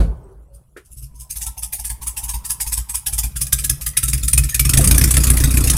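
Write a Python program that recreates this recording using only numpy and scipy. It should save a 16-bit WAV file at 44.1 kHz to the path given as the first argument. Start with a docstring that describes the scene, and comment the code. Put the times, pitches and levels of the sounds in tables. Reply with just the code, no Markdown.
"""Just behind an open buggy, among concrete and walls, an air-cooled flat-four engine is started.
After a dull boom and a clack it catches, lopes at a slow uneven idle, then speeds up as the throttle
is opened by hand. Every firing swings the gas in the exhaust pipe (fading low tones) and spits a chuff
(noise bursts) that rings the metal (damped modes). Fan whirr, intake hoots, ticks, rubbing and squeals
join in, and reflections follow the sharp sounds."""
import sys
import numpy as np
from scipy import signal
from scipy.fft import rfft, irfft
from scipy.io import wavfile
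from scipy.ndimage import uniform_filter1d

SR = 44100
rng = np.random.default_rng(int(sys.argv[2]) if len(sys.argv) > 2 else 0)


def put_to_file(sound):
    """Save the sound as 16-bit audio at rate SR, in the file named by the first command-line argument."""
    columns = np.atleast_2d(sound).T  # one column per channel
    safe = np.clip(columns, -1, 1)
    whole_steps = np.round(safe * 32767)
    wavfile.write(sys.argv[1], SR, whole_steps.astype(np.int16))


N = 254853
TIME = np.arange(N) / SR  # seconds

# How far the throttle is open. Each row: time in seconds, opening from 0 to 1.
THROTTLE = [(0, 0), (3.0, 0.06), (3.6, 0.37), (4.5, 0.51), (4.8, 0.9), (5.2, 0.9), (5.78, 1)]

# The four cylinders. Each row: name, factor on the rise time, crack level in dB relative to the chuff
# (before the bite is added), dB added to the lowest tin mode.
CYLINDERS = [("A", 0.81, -14.5, -7), ("B", 0.97, -15, 5.6), ("C", 0.93, -17.5, 5), ("D", 0.54, -13, -3.5)]
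# Irregular firings as the engine catches and picks up.
# Each row: time in seconds, cylinder, chuff level in dB, thump level in dB (both before the mix).
STUMBLES = [(.52, "B", -50.5, -46), (.835, "A", -50, -59), (.896, "B", -45, -45), (.957, "C", -38, -38),
            (1.012, "D", -38.5, -36.5), (1.133, "B", -46.5, -42), (1.185, "C", -33.5, -40),
            (1.29, "A", -25.5, -45), (1.347, "B", -24.5, -35), (1.402, "C", -22.5, -38),
            (1.456, "D", -25.5, -30.5), (3.52, "A", -6, -24.5), (3.578, "B", -17.5, -27),
            (3.635, "C", -11, -27.5), (3.692, "D", -10.5, -21.5), (3.966, "A", -5, -31),
            (4.024, "B", -14.5, -22), (4.075, "C", -14, -22), (4.128, "D", -12, -17.5),
            (4.171, "A", -26.5, -27), (4.225, "B", -20.5, -20.5), (4.275, "C", -14, -36),
            (4.328, "D", -12.5, -18.5), (4.373, "A", -6.5, -13.5), (4.43, "B", -20.5, -20),
            (4.485, "C", -20.5, -57), (4.542, "D", -10.5, -22.5), (4.591, "A", -3.5, -15),
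            (4.645, "B", -14, -13.5), (4.689, "C", -7.5, -16.5), (4.733, "D", -7.5, -12)]
# Runs of four firings at idle. Each row: start in seconds, chuff level in dB, thump level in dB.
RUNS = [(1.719, -19, -30), (2.16, -18.5, -26), (2.595, -14.5, -25), (3.057, -12.5, -21.5)]
# Firings within a run. Each row: cylinder, delay in seconds, dB added to the chuff, dB added to the thump.
RUN_SHAPE = [("A", 0, 0.59, -12.5), ("B", .061, -7.5, -5), ("C", .117, -.5, -6.5), ("D", .172, -5.5, 0)]
# Pairs of firings between the runs. Each row: start in seconds, chuff level in dB, thump level in dB.
PAIRS = [(1.564, -21, -35.5), (2.007, -19, -33), (2.436, -15, -38.5), (2.882, -16, -36), (3.352, -13, -26),
         (3.805, -14.5, -31.5)]
# Firings within a pair. Each row: cylinder, delay in seconds, dB added to the chuff, dB added to the thump.
PAIR_SHAPE = [("B", 0, -8, -3.5), ("C", .052, 0, 0)]
# With the throttle open all four cylinders fire in steady rounds.
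# Each row: start in seconds, chuff level in dB, thump level in dB.
ROUNDS = [(4.77, -3.5, -9), (4.908, -3, -7), (5.036, -6.5, -9.5), (5.165, -8, -9), (5.298, -10.5, -9.5),
          (5.435, -12, -8.5), (5.568, -10, -10.5), (5.696, -8.5, -12)]
# Firings within a round. Each row: cylinder, delay in seconds, dB added to the chuff, dB added to the thump.
ROUND_SHAPE = [("A", 0, 0, 0), ("B", .034, -13, -4.5), ("C", .068, -4.5, -9), ("D", .102, -7.5, -2.7)]
# Chuffs sharpen as the engine wakes.
# Each row: time in seconds, rise time in seconds before the cylinder's factor.
CHUFF_RISE = [(1, 0.031), (1.6, 0.019), (2.6, 0.022), (3.5, 0.014), (4.5, 0.0093), (5, 0.0065)]
# Strong firings empty the cylinder sooner.
# Each row: chuff level in dB, time in seconds for the hiss to fall by 60 dB.
BLOWDOWN = [(-58, 0.2), (-35.5, 0.13), (-18, 0.12), (-10, 0.061), (2, 0.04)]
# The crack appears once the engine has caught and hardens with the throttle.
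# Each row: time in seconds, dB added to the crack.
CRACK_BITE = [(1.18, -20), (1.29, -2.5), (3.5, 0.5), (4.3, 3.5), (5.0, 5.5)]

# Modes of the exhaust pipe. Each row: frequency in Hz and relative level in dB with the throttle closed,
# time to swell in seconds with the throttle closed, dB gained at full throttle.
PIPE_MODES = [(55.3, 5.5, 0.026, -6), (82, -10.5, 0.027, -3.5), (122.4, -9.5, 0.019, 1.5),
              (223.4, -26.5, 0.021, 1.5), (286, -48.5, 0.0058, 22), (382, -72, 0.014, 21)]
# Colour of the gas rushing down the pipe. Each row: frequency in Hz, relative level in dB per Hz.
BLAST_COLOUR = [(30, -23), (100, 8.5), (150, 6), (205, 6), (270, 8.5), (340, 2.5), (450, -7), (700, -21),
                (1200, -14.5), (3000, -71)]
# Colour of the bright hiss in a chuff. Each row: frequency in Hz, relative level in dB per Hz.
CHUFF_COLOUR = [(1500, -39.5), (3000, -17), (4200, -24), (4800, -14), (5500, -12), (6500, -8.5),
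                (7200, -9.5), (8300, -3.5), (9300, -2.5), (10200, -1), (11300, -6), (12500, -8.5),
                (14500, -11.5), (16000, -22.5)]
# Colour of the lower crack in a chuff. Each row: frequency in Hz, relative level in dB per Hz.
CRACK_COLOUR = [(250, -3.5), (480, -14), (700, -25), (1000, -10.5), (1300, -8), (1550, 3), (1850, 6.5),
                (2150, 5.5), (2500, 7), (3000, -12), (3600, 4.5), (4400, -0.5), (7000, -21)]
# Ringing of the manifold and engine tin, before each blow varies it.
# Each row: frequency in Hz, relative level in dB, time in seconds to fall by 60 dB.
TIN_MODES = [(1279, -4, 0.087), (1670, -1.5, 0.067), (1906, -6.5, 0.1), (2444, 5, 0.057),
             (2740, -11, 0.035), (3555, 0.5, 0.04), (3930, 8.5, 0.0083), (4870, 6.5, 0.022),
             (5480, 8, 0.013)]
# Hollow drone of the air drawn in through the carburettor.
# Each row: time in seconds, level in dB relative to the thump.
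INTAKE_LEVEL = [(.9, -11), (1.01, 3.5), (1.5, -19), (3.3, -25), (3.42, -0.5), (4.3, -6), (4.75, -4.5),
                (4.95, -24), (5.78, -12)]

# Whirr of the fan, belt and valve gear. Each row: time in seconds, level in dB before the mix.
WHIRR_LEVEL = [(0, -56.5), (.5, -66.5), (1.2, -59.5), (1.7, -61), (2.3, -51), (3.0, -56), (3.5, -49),
               (4.0, -52), (4.65, -53), (4.8, -23), (5.1, -34), (5.78, -31)]
# Colour of that whirr. Each row: frequency in Hz, relative level in dB per Hz.
WHIRR_COLOUR = [(30, 20.5), (150, 16.5), (280, 1), (450, 0), (600, 0.5), (850, -3.5), (1300, -2.5),
                (1900, -15.5), (2800, -15), (5000, -19), (10000, -7.5), (16000, -20)]
# Low shudder of the body. Each row: time in seconds, level in dB before the mix.
SHUDDER_LEVEL = [(0, -15), (.25, -38), (.45, -44), (.7, -49), (1.1, -56), (2.0, -54), (2.9, -45),
                 (3.4, -28), (3.9, -36), (4.4, -21), (4.9, -52), (5.78, -31)]
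# Colour of that shudder. Each row: frequency in Hz, relative level in dB per Hz.
SHUDDER_COLOUR = [(10, -13), (28, -21.5), (55, 9), (80, -9.5), (130, -7), (220, -23), (600, -108.5)]
# A faint rubbing note at idle.
# Each row: time in seconds, frequency in Hz before the sags, level in dB before the surges.
RUB_NOTE = [(1.3, 885, -70), (1.47, 875, -48.5), (1.8, 882, -53), (2.1, 968, -46), (2.7, 986, -45.5),
            (3.05, 949, -50), (3.27, 854, -48.5), (3.35, 835, -78)]

# Modes of the opening boom.
# Each row: frequency in Hz, level in dB, time in seconds to fall by 60 dB.
BOOM_MODES = [(48.6, -4, 0.37), (107.4, -19, 0.34), (168.5, -22, 0.36), (418, -34, 0.34), (524, -36, 0.35),
              (1490, -52, 0.72), (1710, -67, 0.47), (4430, -64, .4)]
# Colour of the noise in the boom. Each row: frequency in Hz, relative level in dB per Hz.
BOOM_COLOUR = [(30, -20), (130, 3.5), (230, 0), (400, -7), (600, -8.5), (900, -18.5), (1500, -20),
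               (2000, -31), (2250, -24), (2700, -30), (3500, -32), (4400, -27), (5300, -37), (7000, -35),
               (10500, -32.5), (16000, -52)]
# Colour of what lingers after the boom. Each row: frequency in Hz, relative level in dB per Hz.
BOOM_TAIL_COLOUR = [(100, 1), (250, -3), (420, 1), (600, -3.5), (900, -7), (1550, -20.5), (1850, -28),
                    (2500, -37), (5000, -47)]
# Modes of the metallic clack.
# Each row: frequency in Hz, relative level in dB, time in seconds to fall by 60 dB.
CLACK_MODES = [(392, -2, 0.053), (1136, -27, 0.14), (1380, -7, 0.036), (1650, -8, 0.065),
               (1810, -11, 0.081), (2100, -32, 0.19), (2380, -21, 0.12)]
# Colour of the noise in the clack. Each row: frequency in Hz, relative level in dB per Hz.
CLACK_COLOUR = [(100, -40), (220, -18), (360, 4), (550, -12), (900, -21), (1400, -8), (2100, -13),
                (3200, -21), (6000, -27), (10000, -21), (15000, -34)]
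# Short fuzzy moans and squeals. Each row: start in seconds, length in seconds, frequency in Hz, level in dB.
SQUEALS = [(0.214, 0.14, 391, -46), (0.433, 0.2, 558, -62), (1.08, 0.25, 1000, -59),
           (3.915, 0.12, 1960, -49), (4.512, 0.075, 1804, -35.5)]

# Reflections off the floor and bodywork.
# Each row: delay in seconds, gain relative to the direct sound (negative is upside down).
ECHOES = [(.0011, 0.068), (.0029, 0.1), (.0047, -0.024), (.0083, .14), (0.014, -0.21)]
# How long the surroundings ring. Each row: frequency in Hz, time in seconds to fall by 60 dB.
ROOM_DECAY = [(60, .2), (500, 0.95), (2000, 0.55), (8000, 0.3), (16000, 0.39)]


def gain_of(db):
    """Turns decibels into amplitude."""
    return 10 ** (np.asarray(db) / 20)


def evened(x):
    """Scales a signal to an rms of 1."""
    return x / np.sqrt(np.mean(x ** 2) + 1e-20)


def read(points, hz):
    """Reads a table along a log-frequency axis."""
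    f, value = np.transpose(points)
    return np.interp(np.log(hz + 1), np.log(f + 1), value)


def curve(rows, t=TIME, axis=1):
    """Reads one column of a time curve, or of any table sorted by its first column."""
    rows = np.asarray(rows)
    return np.interp(t, rows[:, 0], rows[:, axis])


def add(mix, s, sound):
    """Mixes a sound in at s seconds."""
    part = mix[max(round(s * SR), 0):][:len(sound)]
    part += sound[:len(part)]


def coloured(x, spectrum, size=8192):
    """Filters x to the given spectrum, without sounding ahead of time; the filter has unit energy."""
    hz = abs(np.fft.fftfreq(size, 1 / SR))
    log_gain = np.log(gain_of(read(spectrum, hz)))
    # the Hilbert transform gives the phase that puts the energy as early as possible
    response = np.exp(np.conj(signal.hilbert(log_gain)))
    taps = np.fft.ifft(response).real[:size // 2]
    return signal.oaconvolve(x, taps / np.linalg.norm(taps))[:N]


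def flutter(hz):
    """Random wobble of rms 1, mostly slower than hz."""
    lowpass = 1 + (np.fft.rfftfreq(N, 1 / SR) / hz) ** 4
    return evened(irfft(rfft(rng.standard_normal(N)) / lowpass, N))


def turbulence(depth_db, hz):
    """Noise that comes in short clumps, as in a sputtering jet."""
    clumps = gain_of(depth_db * np.clip(flutter(hz), -2, 2))
    return evened(rng.standard_normal(N) * clumps)


def restless(x, patchy_db):
    """Keeps the colour of a sound changing: patches of its spectrum swell and fade."""
    z = signal.stft(x, nperseg=512)[2]
    patches = uniform_filter1d(rng.standard_normal(z.shape), size=6, axis=0)  # across frequency
    patches = evened(uniform_filter1d(patches, size=8, axis=1))  # across time
    return signal.istft(z * gain_of(patchy_db * patches))[1][:N]


def burst(t, rise, t60):
    """Swells to 1 in rise seconds, then falls by 60 dB in t60 seconds."""
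    rise = max(rise, 1 / SR)
    fall = gain_of(-60 * np.maximum(t - rise, 0) / max(t60, 1 / SR))
    return np.clip(t / rise, 0, 1) ** 2 * fall


def swell(t, peak_s):
    """A smooth hump that peaks after peak_s seconds and then dies away."""
    u = t / max(peak_s, 1 / SR)
    return (u * np.exp(1 - u)) ** 2


def ring(modes, t, rise):
    """Damped modes, each a fading tone, after one blow."""
    return sum(gain_of(db) * burst(t, rise, t60) * np.sin(2 * np.pi * hz * t) for hz, db, t60 in modes)


def fuzzy(hz, width_hz):
    """A note that follows hz, smeared by random wobble."""
    turns = 2 * np.pi * np.cumsum(hz * np.ones(N)) / SR
    return evened(flutter(width_hz) * np.cos(turns) + flutter(width_hz) * np.sin(turns))


def firings():
    """Every firing as (s, chuff dB, rise s, t60 s, crack dB, thump dB, lowest tin mode dB), in order of time."""
    strokes = list(STUMBLES)
    for groups, shape in (RUNS, RUN_SHAPE), (PAIRS, PAIR_SHAPE), (ROUNDS, ROUND_SHAPE):
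        strokes += [(s + delay, name, db + chuff, thump_db + thump)
                    for s, db, thump_db in groups for name, delay, chuff, thump in shape]
    character = {name: rest for name, *rest in CYLINDERS}
    rows = []
    for s, name, db, thump_db in sorted(strokes):
        slowness, crack_db, tin_db = character[name]
        rows.append((s, db, slowness * curve(CHUFF_RISE, s), curve(BLOWDOWN, db),
                     crack_db + curve(CRACK_BITE, s), thump_db, tin_db))
    return rows


def exhaust():
    """Each firing swings the gas in the pipe; an open throttle makes the pulse harder and the gas hotter."""
    thumps, flow, t = np.zeros(N), np.zeros(N), TIME[:SR // 4]
    lead = 0.011  # seconds: the valve starts to open this long before the first pressure peak
    for s, _, rise, _, _, db, _ in firings():
        throttle = curve(THROTTLE, s)
        heat = 1 + 0.11 * throttle  # sound travels faster in hot gas, so the pipe's tones rise
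        pulse = np.zeros(len(t))
        for hz, level, peak_s, extra in PIPE_MODES:
            shape = swell(t, peak_s * (1 - 0.33 * throttle))
            tone = np.cos(2 * np.pi * hz * heat * (t - lead))
            pulse += gain_of(level + extra * throttle) * shape * tone
        add(thumps, s + min(rise, .009) + 0.0049 - lead, gain_of(db) * pulse)
        add(flow, s + 0.0023, gain_of(db + 7.54 * throttle) * burst(t, rise=0.0035, t60=0.24))
    blast = coloured(flow * turbulence(depth_db=0.5, hz=153), BLAST_COLOUR)
    return gain_of(2.0) * thumps + gain_of(-22.5) * blast


def chuffs():
    """Each firing spits a jet of gas: bright hiss, with a lower crack that rises faster."""
    hiss, crack, t = np.zeros(N), np.zeros(N), TIME[:SR // 4]
    for s, db, rise, t60, crack_db, *_ in firings():
        add(hiss, s, gain_of(db) * burst(t, rise, t60))
        add(crack, s, gain_of(db + crack_db) * burst(t, rise * 0.65, t60 * 1.19))
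    hiss = coloured(hiss * turbulence(depth_db=2.0, hz=233), CHUFF_COLOUR)
    crack = coloured(crack * turbulence(depth_db=8.0, hz=394), CRACK_COLOUR)
    return restless(gain_of(-1.0) * hiss + gain_of(-7.5) * crack, patchy_db=3.5)


def clatter():
    """Each crack of gas shakes the tin, waking its modes by different amounts every time."""
    out, t = np.zeros(N), TIME[:SR // 8]
    for s, db, rise, t60, crack_db, _, tin_db in firings():
        damping = 1 - 0.72 * curve(THROTTLE, s)  # hard shaking damps the tin
        chance = rng.standard_normal((len(TIN_MODES), 2))
        modes = []
        for (hz, level, decay), (a, b) in zip(TIN_MODES, chance):
            lowest_db = tin_db * (hz == TIN_MODES[0][0])
            modes.append((hz * (1 + 0.049 * a), level + 4 * b + lowest_db, decay * damping))
        body = ring(modes, t, rise=0.00027)
        drive = burst(t, rise * 0.57, t60 * .5)
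        sound = signal.fftconvolve(drive * rng.standard_normal(len(t)), body)
        # scaled so that each rattle is as strong as the burst that drives it
        add(out, s, gain_of(db + crack_db) * np.linalg.norm(drive) * sound / np.linalg.norm(sound))
    return out


def intake():
    """Each suction stroke draws a short hoot that bends upward as the piston speeds up."""
    hoots, t = np.zeros(N), TIME[:SR // 6]
    for s, _, _, _, _, thump_db, _ in firings():
        hz = 143 - 60 * np.exp(-t / 0.026) + 12 * curve(THROTTLE, s)
        turns = np.cumsum(hz) / SR + rng.random()
        hoot = swell(t, peak_s=0.028) * np.sin(2 * np.pi * turns)
        add(hoots, s, gain_of(thump_db + curve(INTAKE_LEVEL, s)) * hoot)
    return hoots


def valve_ticks():
    """Small ticks of the valve gear fall between the firings and grow with the throttle."""
    out, t = np.zeros(N), TIME[:SR // 16]
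    times = [s for s, *_ in firings()]
    for this, following in zip(times, times[1:]):
        chance = rng.standard_normal((len(TIN_MODES), 2))
        modes = [(hz * (1 + 0.106 * a), level + 4 * b, .04)
                 for (hz, level, _), (a, b) in zip(TIN_MODES, chance)]
        s = this + (following - this) * rng.uniform(0.32, .85)
        add(out, s, gain_of(-46.5) * curve(THROTTLE, s) * ring(modes, t, rise=0.00033))
    return out


def knocks():
    """A dull boom dies away, its middle range lingering in the body; later comes one small metallic clack."""
    out = gain_of(0.0) * ring(BOOM_MODES, TIME, rise=0.0037)
    thud = burst(TIME, rise=0.0033, t60=0.23) * rng.standard_normal(N)
    out += gain_of(-21.0) * coloured(thud, BOOM_COLOUR)
    tail = coloured(burst(TIME, rise=0.067, t60=1.0) * rng.standard_normal(N), BOOM_TAIL_COLOUR)
    out += gain_of(-38.0) * restless(tail, patchy_db=3.5)
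    rattle = coloured(burst(TIME, rise=0.009, t60=0.14) * rng.standard_normal(N), CLACK_COLOUR)
    clack = gain_of(-37.0) * rattle + gain_of(-29.5) * ring(CLACK_MODES, TIME, rise=0.0023)
    add(out, .763, clack)
    return out


def linkage():
    """The throttle linkage clicks once, a scrape and a ring, as the hand takes hold of it."""
    out, t = np.zeros(N), TIME[:SR // 8]
    scrape = coloured(burst(TIME, rise=.003, t60=0.07) * rng.standard_normal(N), CHUFF_COLOUR)
    add(out, 3.466, gain_of(-23.5) * scrape)
    add(out, 3.466, gain_of(-43) * ring(TIN_MODES, t, rise=.002))
    return out


def machinery():
    """Fan and valve gear whirr unevenly (clumpy noise), and the body shudders (low noise)."""
    whirr = coloured(turbulence(depth_db=1.0, hz=94), WHIRR_COLOUR)
    whirr = gain_of(curve(WHIRR_LEVEL) + 2.5) * whirr
    shudder = coloured(rng.standard_normal(N), SHUDDER_COLOUR)
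    shudder = gain_of(curve(SHUDDER_LEVEL) - 2.5) * shudder
    return restless(whirr, patchy_db=5.0) + shudder


def rubbing():
    """At idle something rubs with a rough note that surges with each stroke and sags once in each lope."""
    strokes = np.zeros(N)
    for s, *_ in firings():
        add(strokes, s, burst(TIME[:SR // 4], rise=0.012, t60=0.15))
    sag_hz, sag_peak_s = 128.7, 0.073 / 2  # the note sags after the first firing of each run
    sags = sum(swell(np.maximum(TIME - s, 0), sag_peak_s) for s, *_ in RUNS)
    hz = curve(RUB_NOTE) - sag_hz * sags
    sidebands = fuzzy(hz - 130, width_hz=49) + fuzzy(hz + 130, width_hz=56)
    roughness = gain_of(3 * flutter(hz=21))
    note = evened((fuzzy(hz, width_hz=68) + gain_of(-9) * sidebands) * roughness)
    touching = (TIME > RUB_NOTE[0][0]) & (TIME < RUB_NOTE[-1][0])
    contact = uniform_filter1d(1. * touching, size=2000)  # soft start and end
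    return gain_of(curve(RUB_NOTE, axis=2)) * contact * (0.39 + 1.57 * strokes) * note


def squeals():
    """Brief narrow notes swell and fade, each a tone smeared by random wobble."""
    out = np.zeros(N)
    for s, length, hz, db in SQUEALS:
        hump = np.sin(np.pi * np.clip((TIME - s) / length, 0, 1))
        out += gain_of(db) * hump * fuzzy(hz, width_hz=hz / 20)
    return out


def surroundings(x, wet_db):
    """A few close reflections, then a short tail in which each band dies at its own speed."""
    near = np.zeros(SR // 2)
    near[0] = 1  # the direct sound
    for s, gain in ECHOES:
        add(near, s, np.array([gain]))
    hz, t, z = signal.stft(rng.standard_normal(len(near)), SR, nperseg=256)
    fade = gain_of(-60 * t / read(ROOM_DECAY, hz)[:, None])
    tail = signal.istft(z * fade, SR)[1][:len(near)]
    response = near / np.linalg.norm(near) + gain_of(wet_db) * tail / np.linalg.norm(tail)
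    return signal.fftconvolve(x, response)[:N]


def scene():
    """The engine and its knocks, heard from just behind the car; only the sharp sounds are reflected."""
    sharp = chuffs() + clatter() + valve_ticks() + linkage()
    engine = surroundings(sharp, wet_db=-13.0) + exhaust() + intake() + machinery()
    return (engine + knocks() + rubbing() + squeals())[None]


def record(dry):
    """The loudest peaks are rounded off; then the highest treble is cut."""
    edge_hz = 15900
    rounded = dry / (1 + dry ** 6) ** (1 / 6)
    lowpass = signal.firwin(301, edge_hz, window=("kaiser", 8), fs=SR)
    return signal.oaconvolve(rounded, lowpass[None], "same")


dry = scene()
out = record(dry)
put_to_file(out)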